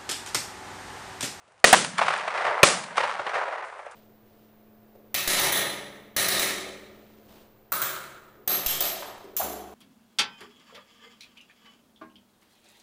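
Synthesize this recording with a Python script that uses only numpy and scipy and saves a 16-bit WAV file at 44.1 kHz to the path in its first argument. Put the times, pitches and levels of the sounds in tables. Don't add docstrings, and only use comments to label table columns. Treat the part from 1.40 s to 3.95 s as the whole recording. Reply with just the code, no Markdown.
import sys
import numpy as np
from scipy import signal
from scipy.fft import rfft, irfft
from scipy.io import wavfile

SR = 44100
rng = np.random.default_rng(int(sys.argv[2]) if len(sys.argv) > 2 else 0)


def transcribe(signal):
    frames = np.atleast_2d(signal).T
    limited = np.clip(frames, -1, 1)
    pcm = np.round(limited * 32767).astype(np.int16)
    wavfile.write(sys.argv[1], SR, pcm)


N = 112454

# start_s, level_db, decay_s, tilt_db_per_octave
STALK_RUSTLES = [(0.079, -58, 0.0096, -2.5), (.121, -58, 0.0036, -1), (.179, -59, .005, -2),
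                 (.193, -57, .003, -1), (.201, -53, 0.0018, 1), (0.778, -36, 0.0025, 9.5),
                 (2.245, -58.5, 0.11, 4), (2.38, -64.5, 0.11, 5), (2.462, -56, .004, 3),
                 (2.512, -51, 0.014, 6.5)]
# name, start_s, gun, blast_db, decay_s, tilt_db_per_octave, bounce_delay_s,
# reed_gain_db, rumble_gain_db, echo_tilt_db_per_octave
GUNSHOTS = [("first", .2420, "near", 2.5, 0.0034, 0.69, .00162, 0, -6.2, 1),
            ("second", .3282, "far", 4.2, 0.0023, 0, 0.001155, -2.65, 0, 0),
            ("third", 1.2309, "near", 4.6, .0042, -0.37, .00166, 0, -3.8, 0)]
WOODS_ENVELOPES = {"near": [(.1, -37.5), (.25, -49), (.32, -42), (.35, -29.5), (.39, -27), (.46, -29.5),
                   (.54, -35), (.62, -36), (.69, -30.5), (.74, -28.5), (.83, -31.5), (.9, -35.5),
                   (1.0, -37), (1.12, -44.5), (1.32, -49.5)], "far": [(.1, -54), (.28, -67), (.35, -37),
                   (.41, -29), (.5, -34), (.6, -46), (.69, -28.5), (.77, -29), (.87, -30), (1.0, -37),
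                   (1.3, -49), (1.7, -65)]}
# start_s, level_db, decay_s, tilt_db_per_octave
BUSH_SLAPS = [(0.335, -8, 0.006, 4.5), (.3405, -6, 0.0022, -3), (0.3462, -1, 0.0015, -0.5)]
TREE_ECHOES = {"first": [(.206, -21.5, 0.003, 6), (.342, -18, 0.0024, 3), (.350, -12.5, 0.0026, -3.5),
               (.374, -15.5, 0.011, -4), (.406, -25.5, 0.0038, -6.5), (.566, -28.5, 0.0058, -3),
               (.638, -19.5, 0.0052, -3), (.663, -26.5, 0.0056, -3.5), (.712, -28.5, 0.027, -4),
               (.735, -23.5, .009, -2)], "second": [(.355, -16.5, .007, 0), (.377, -20, 0.0054, -4.5),
               (.408, -23, 0.0051, -0.5), (.723, -20, 0.0084, -2.5), (.738, -20.5, 0.012, -2.5),
               (.752, -22.5, .025, -4), (.785, -24.5, 0.013, -2.5)], "third": [(.208, -32, 0.0054, 5),
               (.341, -20.5, 0.0065, 1.5), (.350, -13, 0.0046, -1), (.375, -16.5, 0.0071, -3),
               (.405, -21, 0.015, -3), (.565, -24, .011, -4), (.636, -21.5, 0.012, -3.5),
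               (.663, -27, 0.0081, -0.5), (.712, -24.5, .02, -2), (.724, -24, 0.017, -2.5),
               (.851, -27, 0.011, 0), (.893, -31.5, 0.043, 0.5), (1.162, -38.5, 0.012, -0.5),
               (1.236, -31.5, 0.0057, -2)]}
# frequency_hz, relative_level_db
WIND_SPECTRUM = [(25, -33), (70, 1), (250, -11.5), (600, 3), (1100, 1), (2500, -8.5), (5000, -18.5),
                 (9500, -19), (12000, -38)]
REED_SPECTRUM = [(60, -38), (150, -5.5), (350, -2), (600, 2.5), (800, -3), (1150, -0.5), (2200, -2.5),
                 (5000, -5), (9000, -6), (12000, -21)]
BLAST_SPECTRA = {"near": [(40, -22), (150, -12), (280, -9.5), (420, -4), (620, -1.5), (880, -2.5),
                 (1200, -0.5), (2600, -4.5), (4500, -16), (9000, -22), (12000, -28)], "far": [(40, -20),
                 (150, -17.5), (300, -14), (500, 1), (750, 3), (1100, -4), (2000, -5.5), (4000, -27),
                 (9000, -12.5), (12000, -36)]}
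GROUND_SPECTRUM = [(30, -54), (80, -21.5), (130, -6), (190, 6.5), (260, -3.5), (400, -33), (1000, -33)]
NEAR_ECHO_SPECTRUM = [(30, -79), (110, -25), (250, -33.5), (400, -12.5), (600, -0.5), (1100, 2), (2200, -4),
                      (4000, -15), (6500, -24), (8000, -26.5), (9300, -25), (12000, -47)]
FAR_ECHO_SPECTRUM = [(30, -44), (110, -32.5), (220, -37.5), (400, -5.5), (600, 4), (1200, 2), (2000, -4),
                     (3200, -18.5), (5500, -29), (8000, -35.5), (9300, -33), (12000, -70.5)]


def undb(db):
    return 10 ** (np.asarray(db) / 20)


def colour(x, spectrum, tilt=0):
    size = 8192
    bin_hz = np.arange(size // 2 + 1) * SR / size
    octave = np.log2(np.maximum(bin_hz, 1) / 1000)
    hz, db = np.array(spectrum, float).T
    gain = undb(np.interp(octave, np.log2(hz / 1000), db) + tilt * octave)
    cepstrum = irfft(np.log(gain))
    cepstrum[1:size // 2] *= 2
    cepstrum[size // 2 + 1:] = 0
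    response = irfft(np.exp(rfft(cepstrum)))
    return signal.fftconvolve(x, response / np.linalg.norm(response))[:N]


def age(start_s):
    return np.arange(N) / SR - start_s


def wander(steps_per_s):
    steps = np.clip(rng.standard_normal(2000), -2, 2)
    return 1.2 * np.interp(age(0) * steps_per_s, np.arange(len(steps)), steps)


def burst(t, decay_s, hold_s=0, rise_s=1e-5):
    envelope = np.exp(np.minimum(t, 0) / rise_s - np.maximum(t - hold_s, 0) / decay_s)
    return rng.choice([-1, 1], N) * envelope


def scatter(per_s, spread_db):
    impulses = rng.choice([-1, 1], N) * (rng.random(N) < per_s / SR)
    impulses = impulses * undb(spread_db * np.minimum(rng.exponential(size=N), 5))
    return impulses / np.std(impulses)


def wind():
    level_db = -60.5 + 1.2 * wander(steps_per_s=6)
    return undb(level_db) * colour(rng.standard_normal(N), WIND_SPECTRUM)


def stalks():
    out = np.zeros(N)
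    for start_s, db, decay_s, tilt in STALK_RUSTLES:
        clicks = burst(age(start_s), decay_s, rise_s=.001) * scatter(per_s=6000, spread_db=2.1)
        out += undb(db) * colour(clicks, REED_SPECTRUM, tilt)
    return out


def muzzle_blast(t, gun, decay_s, tilt, bounce_s):
    direct = colour(burst(t, decay_s, hold_s=.0023), BLAST_SPECTRA[gun], tilt)
    reflected = undb(-6) * np.interp(t - bounce_s, t, direct)
    return direct + reflected


def reed_hiss(t):
    peak_s, swell_db, fall_db_per_s = .038, 2.5, 146
    swell = undb(-swell_db * np.clip(1 - t / peak_s, 0, 1))
    fade = undb(-18 - fall_db_per_s * np.maximum(t - peak_s, 0))
    reflections = scatter(per_s=9000, spread_db=-.14) * (t > 0)
    return colour(reflections * swell * fade, REED_SPECTRUM)


def ground_rumble(t):
    rise_s, fast_db_per_s, slow_db_per_s = .014, 62, 30.5
    t = np.maximum(t, 0)
    rise = 1 - np.exp(-t / rise_s)
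    fade = undb(-43.5 - fast_db_per_s * t) + undb(-42.5 - slow_db_per_s * t)
    return colour(rng.standard_normal(N) * rise * fade, GROUND_SPECTRUM)


def farness(delay_s):
    near_s, far_s = .35, .86
    return np.clip((delay_s - near_s) / (far_s - near_s), 0, 1)


def woods_roll(t, gun, tilt):
    delay_s, db = np.array(WOODS_ENVELOPES[gun]).T
    trunks = scatter(per_s=2500, spread_db=1) * (t > 0)
    clumps_db = 2 * wander(steps_per_s=220)
    roll = trunks * undb(np.interp(t, delay_s, db) + clumps_db)
    near = colour(roll * (1 - farness(t)), NEAR_ECHO_SPECTRUM, tilt)
    far = colour(roll * farness(t), FAR_ECHO_SPECTRUM, tilt)
    return near + far


def bush_slaps():
    return sum(undb(db) * colour(burst(age(start_s), decay_s), NEAR_ECHO_SPECTRUM, tilt)
               for start_s, db, decay_s, tilt in BUSH_SLAPS)


def tree_echoes(t, shot, shot_tilt):
    out = np.zeros(N)
    for delay_s, db, decay_s, face_tilt in TREE_ECHOES[shot]:
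        spectrum = FAR_ECHO_SPECTRUM if farness(delay_s) > .8 else NEAR_ECHO_SPECTRUM
        slap = burst(t - delay_s, decay_s, rise_s=.0023)
        out += undb(db) * colour(slap, spectrum, shot_tilt + face_tilt)
    return out


def scene():
    out = wind() + bush_slaps() + stalks()
    for shot, start_s, gun, blast_db, decay_s, tilt, bounce_s, reed_db, rumble_db, echo_tilt in GUNSHOTS:
        t = age(start_s)
        out += undb(blast_db) * muzzle_blast(t, gun, decay_s, tilt, bounce_s)
        out += undb(reed_db) * reed_hiss(t)
        out += undb(rumble_db) * ground_rumble(t)
        out += woods_roll(t, gun, echo_tilt)
        out += tree_echoes(t, shot, echo_tilt)
    return out[None]


def record(dry):
    microphone_hz, overload, edge_hz, top_hz = 10700, .64, 14150, 16000
    heard = signal.sosfilt(signal.cheby1(10, .3, microphone_hz, fs=SR, output="sos"), dry)
    clipped = np.clip(heard, -overload, overload)
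    rounded = signal.sosfilt(signal.butter(2, edge_hz, fs=SR, output="sos"), clipped)
    return signal.sosfilt(signal.ellip(8, .2, 70, top_hz, fs=SR, output="sos"), rounded)


dry = scene()
out = record(dry)
transcribe(out)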